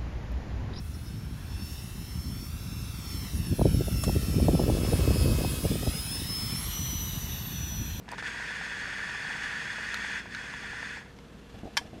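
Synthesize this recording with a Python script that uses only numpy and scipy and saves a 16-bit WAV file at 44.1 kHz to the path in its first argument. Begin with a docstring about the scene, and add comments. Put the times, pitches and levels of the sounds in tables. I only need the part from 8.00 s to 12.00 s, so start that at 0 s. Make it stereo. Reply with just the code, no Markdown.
"""A small room with a low hum and a faint whine; close by, a pocket cassette player winds tape.
Gear teeth rattle its case, catches tick and a wheel knocks once a turn. The remote's button clicks;
the drive falters, runs on with slower knocks and stops. A hand shifts its grip with hollow thuds
and a scrape of skin, and a key on the player snaps down and latches."""
import sys
import numpy as np
from scipy import signal
from scipy.fft import rfft, irfft
from scipy.io import wavfile

SR = 44100
rng = np.random.default_rng(int(sys.argv[2]) if len(sys.argv) > 2 else 0)


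def dump_mix(stems):
    """Bounce the given channels to the path in sys.argv[1] as a 16-bit WAV at rate SR."""
    frames = np.atleast_2d(stems).T  # one column per channel
    limited = np.clip(frames, -1, 1)  # hard clip at full scale
    pcm = np.round(limited * 32767).astype(np.int16)
    wavfile.write(sys.argv[1], SR, pcm)


N = 176400
T, HZ = np.arange(N) / SR, np.maximum(np.arange(N + 1) * SR / (2 * N), 1)


def amp(db):
    """Decibels to gain."""
    return 10 ** (np.asarray(db) / 20)


def unit(x):
    """Scale to rms 1."""
    return x / np.sqrt(np.mean(x ** 2) + 1e-20)


def at_hz(points):
    """Spectrum in dB, interpolated over log frequency."""
    hz, db = np.transpose(points)
    return np.interp(np.log(HZ), np.log(hz), db)


def through(x, response):
    """Apply a frequency response."""
    return irfft(rfft(x, 2 * N) * response)[..., :N]


def lowpass(x, hz):
    """Second-order treble roll-off."""
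    return signal.sosfilt(signal.butter(2, hz, fs=SR, output="sos"), x + 1e-18)


def body(x, colour, modes=()):
    """Minimum-phase filter of unit power: broad colour plus resonances."""
    db = at_hz(colour) + sum(lift / (1 + (2 * (HZ - hz) / width) ** 2) for hz, width, lift in modes)
    cepstrum = irfft(np.log(unit(amp(db))))
    cepstrum[1:N] *= 2
    cepstrum[N + 1:] = 0
    return through(x, np.exp(rfft(cepstrum)))


def drift(hz):
    """Random wander of rms 1, mostly below hz."""
    return unit(through(rng.standard_normal(N), 1 / (1 + (HZ / hz) ** 2)))


def burst(s, t60):
    """Decaying contact chatter of unit energy."""
    count = SR // 2
    chatter = rng.choice([-1, 1], count) * amp(-60 * np.arange(count) / SR / t60)
    out, start = np.zeros(N + SR), int(s * SR)
    out[start:start + count] = chatter / np.linalg.norm(chatter)
    return out[:N]


def burst_pair(s, t60):
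    """Two independent bursts."""
    return np.array([burst(s, t60), burst(s, t60)])


def strike(s, t60, snap_db):
    """Mid: clean impact plus chatter. Side: chatter only."""
    impact = np.arange(N) == int(s * SR)
    mid = (amp(snap_db) * impact + burst(s, t60)) / np.hypot(1, amp(snap_db))
    return np.array([mid, burst(s, t60)])


def stereo(mid, side, width, pan_db=0):
    """Mid and side to left and right; width is the side/mid spectrum."""
    ratio = amp(at_hz(width))
    mid = through(mid, 1 / np.hypot(1, ratio))
    side = through(side, ratio / np.hypot(1, ratio))
    return np.array([(mid + side) * amp(pan_db / 2), (mid - side) * amp(-pan_db / 2)])


# room noise spectrum: f/Hz, level/dB
AIR_COLOUR = [(15, -36), (25, -10), (38, -6.5), (55, -8.5), (146, -2.5), (213, -3), (250, -9), (400, -10),
              (573, -15), (800, -17), (1500, -18.5), (3200, -25), (7000, -33), (12500, -41), (15000, -65)]
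# hums: f/Hz, level/dB, width/Hz
HUMS = [(57.4, -56.5, 3.37), (212.8, -60, 17), (269.1, -62, 7.3), (472.8, -61.5, 4.04)]
# room stereo width: f/Hz, side re mid/dB
AIR_WIDTH = [(30, -49), (60, -27), (130, -20), (330, -4.5), (700, -3), (2000, 2.5), (6000, 2.5), (14000, 3)]

def room_tone(noise_db=-49, waver=0.5884):
    """Rumble and hiss with wavering hums."""
    air = amp(noise_db) * body(rng.standard_normal((2, N)), AIR_COLOUR)
    for hz, db, width in HUMS:
        pitch_hz = hz + waver * width * np.array([drift(width), drift(width)])
        air += amp(db) * np.sqrt(2) * np.sin(2 * np.pi * np.cumsum(pitch_hz, axis=1) / SR)
    return stereo(*air, AIR_WIDTH)


def whine(hz=13001, db=-84.5, left_lead_rad=1.75):
    """Thin, steady electronic tone, leading on the left."""
    phase = 2 * np.pi * hz * T + np.array([[left_lead_rad], [0]])
    return amp(db) * np.sqrt(2) * np.sin(phase)


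# rattle envelope: t/s, level/dB
RATTLE = [(0.05, -77), (0.085, -52), (0.125, -45), (0.175, -48.5), (0.186, -37), (0.2, -37.5),
          (0.221, -44.5), (0.232, -37.5), (0.32, -37.5), (0.39, -37), (1.35, -36.5), (2.19, -35.5),
          (2.225, -45), (2.29, -47), (2.335, -40), (2.86, -39.5), (2.97, -40.5), (3.02, -49), (3.11, -62)]
# brief surges: t/s, lift/dB
SURGES = [(0.275, 5), (0.64, 1.5), (1.44, 2.5), (2.16, 0.5), (2.855, 1)]
# rattle spectrum: f/Hz, level/dB
GEAR_COLOUR = [(100, -41.5), (450, -19), (750, -19.5), (1280, -16), (1450, -4.5), (2000, -5.5), (2600, -12),
               (3900, -20), (6000, -22.5), (8300, -23.5), (8850, -28), (10500, -33), (12300, -38.5),
               (15000, -52)]
# case resonances: f/Hz, width/Hz, lift/dB
CASE_MODES = [(966, 90, 9), (1160, 130, 5), (1482, 160, 3.5), (1757, 173, 8.3), (1906, 187, 3),
              (2200, 47, -1), (2460, 114, 4), (2569, 71, 4), (2840, 58, 4.5), (3352, 93, 10.5),
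              (3506, 110, 9), (4144, 130, 2), (4500, 145, 8), (4740, 120, 4.5), (5205, 211, 8),
              (6500, 106, 8.5), (7030, 300, 3), (9500, 310, 7)]

def gears(teeth_per_s=440, jitter=.22, spread_db=1.5, scrape_s=0.0015, rub_db=4,
          motor_hz=228.7, wander_hz=8.8, throb_db=0.9, surge_s=0.0149, flutter_db=0.47, gain_db=0.5):
    """Loose teeth strike unevenly and scrape, harder once per motor turn; the case rings."""
    teeth = 4000
    timing, strength = rng.standard_normal((teeth, 2)).T
    onsets = ((np.arange(teeth) + 2 + jitter * timing) / teeth_per_s * SR).astype(int)
    strikes = np.bincount(np.clip(onsets, 0, N), amp(spread_db * strength), N + 1)[:N]
    contact = unit(signal.lfilter([1], [1, -np.exp(-1 / (scrape_s * SR))], strikes))
    turns = np.cumsum(motor_hz + wander_hz * drift(5.64)) / SR
    throb = amp(throb_db * np.sin(2 * np.pi * turns))
    force = unit(throb * np.hypot(contact, amp(rub_db)) * rng.choice([-1, 1], (2, N)))
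    ring = through(force, rfft(burst(0.001984, t60=0.1), 2 * N))
    rattle = unit(force + amp(-12.5) * ring)
    drive_db = np.interp(T, *np.transpose(RATTLE), right=-100)
    surge_db = sum(db * np.exp(-((T - s) / surge_s) ** 2) for s, db in SURGES)
    envelope = amp(drive_db + surge_db + gain_db + flutter_db * drift(35))
    return body(rattle * envelope, GEAR_COLOUR, CASE_MODES)


# wheel runs: start t/s, end t/s, period/s, level/dB
WHEEL_RUNS = [(.081, 2.17, .0531, -23), (2.441, 2.85, .0970, -24)]
# further wheel and lever knocks, some on the wheel's beat: t/s, level/dB, t60/s
EXTRA_KNOCKS = [(.058, -28, 0.0136), (.087, -19.5, 0.03), (.111, -20, 0.037), (.1185, -15, 0.03),
                (.1245, -14, 0.061), (.135, -12.5, 0.052), (.2255, -26, 0.02), (.506, -24, 0.019),
                (.612, -21.5, 0.021), (.986, -18, 0.022), (1.093, -23, .025), (1.148, -15, 0.0173),
                (1.253, -25.5, .025), (1.306, -20.5, 0.0226), (1.784, -17, 0.03), (1.89, -22, .025),
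                (2.046, -22, .025), (2.1, -22.5, .025), (2.2575, -17, 0.019), (2.441, -24, .025),
                (2.539, -18.5, 0.02), (2.732, -26, .025), (2.829, -17, 0.019), (2.971, -18, 0.032),
                (3.012, -21, 0.032), (3.059, -25, 0.038), (3.188, -24.5, 0.021)]
# knock spectrum: f/Hz, level/dB
KNOCK_COLOUR = [(100, -19), (400, -8), (650, 6.5), (940, 13), (1300, -5.5), (2200, 1.5), (5000, -23),
                (15000, -65.5)]

def knocks(spread_db=1, t60_s=0.053):
    """One dull knock per wheel turn, plus further knocks of wheel and levers, some landing on the wheel's beat."""
    hits = list(EXTRA_KNOCKS)
    for start, end, period, db in WHEEL_RUNS:
        levels_db = db + spread_db * rng.standard_normal(60)
        hits += [(s, level, t60_s) for s, level in zip(np.arange(start, end, period), levels_db)]
    force = sum(amp(db) * strike(s, t60, snap_db=2) for s, db, t60 in hits)
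    return body(force, KNOCK_COLOUR)


# catch clicks: t/s, level/dB, t60/s, tilt/(dB/octave)
CATCHES = [(0.0897, -20, 0.014, -4), (0.116, -18.5, 0.0121, 7.5), (0.1285, -31, 0.02, 0),
           (0.144, -24, 0.027, -10), (0.1798, -19.5, 0.06, -5), (.183, -16, 0.018, -9),
           (0.2254, -14, 0.0071, -9.5), (3.1882, -36, .012, 3)]
# click spectrum before tilt: f/Hz, level/dB
CATCH_COLOUR = [(200, -36), (1500, 1.5), (3000, 1), (5000, 7), (7000, -4), (9000, -1.5), (12000, -19.5),
                (15000, -22)]

def catches():
    """Small catches click, some brighter than others."""
    clicks = 0
    for s, db, t60, tilt in CATCHES:
        colour = [(hz, level + tilt * np.log2(hz)) for hz, level in CATCH_COLOUR]
        clicks += amp(db) * body(burst_pair(s, t60), colour)
    return clicks


# button down, seated, up: t/s, level/dB, t60/s, cutoff f/Hz
BUTTON_HITS = [(1.943, -9.5, .008, 14000), (1.9446, -11.5, .012, 5500), (2.3486, -12.5, 0.014, 6500)]
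# button spectrum: f/Hz, level/dB
BUTTON_COLOUR = [(200, -28), (1500, 8.5), (3000, -2.5), (5000, -5), (6500, -1), (8000, -12), (11000, -5),
                 (13000, -14), (15000, -28)]
# shell resonances: f/Hz, width/Hz, lift/dB
BUTTON_MODES = [(3686, 260, 11), (4150, 280, 14.5)]

def button():
    """The remote's button snaps in and springs back; its small shell rings."""
    force = sum(amp(db) * lowpass(strike(s, t60, snap_db=2), hz) for s, db, t60, hz in BUTTON_HITS)
    return body(force, BUTTON_COLOUR, BUTTON_MODES)


# finger presses: t/s, level/dB, t60/s
GRIPS = [(3.543, -15.5, 0.073), (3.584, -20, .1), (3.6332, -10.5, 0.11), (3.655, -9.5, 0.14),
         (3.673, -10, 0.061), (3.813, -15, 0.23), (3.854, -16, 0.14), (3.932, -12, 0.44),
         (3.979, -18, 0.091)]
# thud spectrum: f/Hz, level/dB
GRIP_COLOUR = [(30, -1.5), (70, 6), (230, -0.5), (520, -6.5), (760, 1), (950, -20), (2000, -41.5),
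               (5000, -44), (15000, -63.5)]
# skin slide envelope: t/s, level/dB
SLIDE = [(3.1, -63), (3.45, -62.5), (3.56, -57), (3.63, -63), (3.7, -58.5), (3.76, -58.5), (3.86, -61),
         (4, -63.5)]
# slide spectrum: f/Hz, level/dB
SLIDE_COLOUR = [(300, -24), (1500, -1.5), (2300, -4), (2900, -0.5), (5000, -9), (12000, -18), (15000, -30)]
# held case resonances: f/Hz, width/Hz, lift/dB
HELD_MODES = [(223, 33.7, 9), (310.6, 50, 10.5), (452, 35, 9), (650, 80, 3.5), (1710, 85, 8.5),
              (2664, 145, 5.5), (3450, 130, 6), (4124, 130, 3.5)]

def hand(rough_db=2, slip_hz=40):
    """Skin scrapes the case unevenly; fingers land with hollow thuds."""
    thuds = sum(amp(db) * strike(s, t60, snap_db=-3) for s, db, t60 in GRIPS)
    slide_db = np.interp(T, *np.transpose(SLIDE), left=-100)
    scrape = rng.standard_normal((2, N)) * amp(slide_db + rough_db * drift(slip_hz))
    return body(thuds, GRIP_COLOUR, HELD_MODES) + body(scrape, SLIDE_COLOUR, HELD_MODES)


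# key contacts: t/s, level/dB, t60/s, cutoff f/Hz
KEY_HITS = [(3.7692, -1, 0.02, 7550), (3.7711, 5, 0.017, 2200), (3.7746, 4, 0.011, 8100),
            (3.7761, 0.5, 0.012, 6030)]
# key spectrum: f/Hz, level/dB
KEY_COLOUR = [(100, -44), (500, -27), (720, -18), (980, -7.5), (1300, -20.5), (1600, -4.5), (2500, -17),
              (3800, -14), (5500, -4.5), (6800, -15), (10000, -10.5), (14000, -15), (15200, -46.5)]
# key resonances: f/Hz, width/Hz, lift/dB
KEY_MODES = [(940, 85, 7), (1120, 160, 11), (1710, 220, 8), (2200, 230, 10.5), (2470, 192, 11),
             (3146, 213, 15), (3450, 247, 12.5), (4554, 190, 5.5), (5500, 410, -1.5), (8300, 220, 8.5)]

def key(ring_db=-5.5, ring_t60_s=0.062):
    """The key latches in four quick contacts; each rings the mechanism."""
    force = 0
    for s, db, t60, hz in KEY_HITS:
        ring = amp(ring_db) * burst_pair(s, ring_t60_s)
        force += amp(db) * lowpass(strike(s, t60, snap_db=-3) + ring, hz)
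    return body(force, KEY_COLOUR, KEY_MODES)


def radiate(source, width, pan_db, shared=0.52, smear_s=0.018, left_lead_s=16e-6):
    """The case radiates differently to each side, partly the same vibration in another phase."""
    mid, side = source
    smear_rad = np.angle(rfft(burst(0, smear_s), 2 * N))
    smeared = through(mid, np.exp(1j * smear_rad))
    side = np.sqrt(1 - shared) * side + np.sqrt(shared) * smeared
    left, right = stereo(mid, side, width, pan_db)
    return np.array([left, through(right, np.exp(-2j * np.pi * HZ * left_lead_s))])


def reverb(x, delay_s=.006, t60_s=0.24, wet_db=-20):
    """Short diffuse room tail, different in each channel."""
    return amp(wet_db) * through(x, rfft(burst_pair(delay_s, t60_s), 2 * N))


# key and hand stereo width: f/Hz, side re mid/dB
HANDLING_WIDTH = [(100, -34.5), (400, -16.5), (900, -26), (1800, -34), (3000, -20), (4600, -22),
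                  (6000, -11.5), (8000, 2), (12000, 1)]
# drive and button stereo width: f/Hz, side re mid/dB
MECHANISM_WIDTH = [(100, -19), (600, -21), (1500, -30.5), (2000, -10), (2600, -58), (3200, -5),
                   (3800, -6.5), (6000, -6.5), (8000, -1), (12000, 11)]

def scene():
    """Player, remote and hand in the room."""
    air = room_tone() + whine()
    handling = radiate(key() + hand(), HANDLING_WIDTH, pan_db=-0.2)
    mechanism = radiate(gears() + catches() + knocks() + button(), MECHANISM_WIDTH, pan_db=1.5)
    direct = handling + mechanism
    return direct + reverb(direct) + air


def record(dry):
    """Steep low-pass at 14.9 kHz."""
    return signal.sosfilt(signal.ellip(10, .2, 80, 14900, fs=SR, output="sos"), dry)


dry = scene()
out = record(dry)
dump_mix(out)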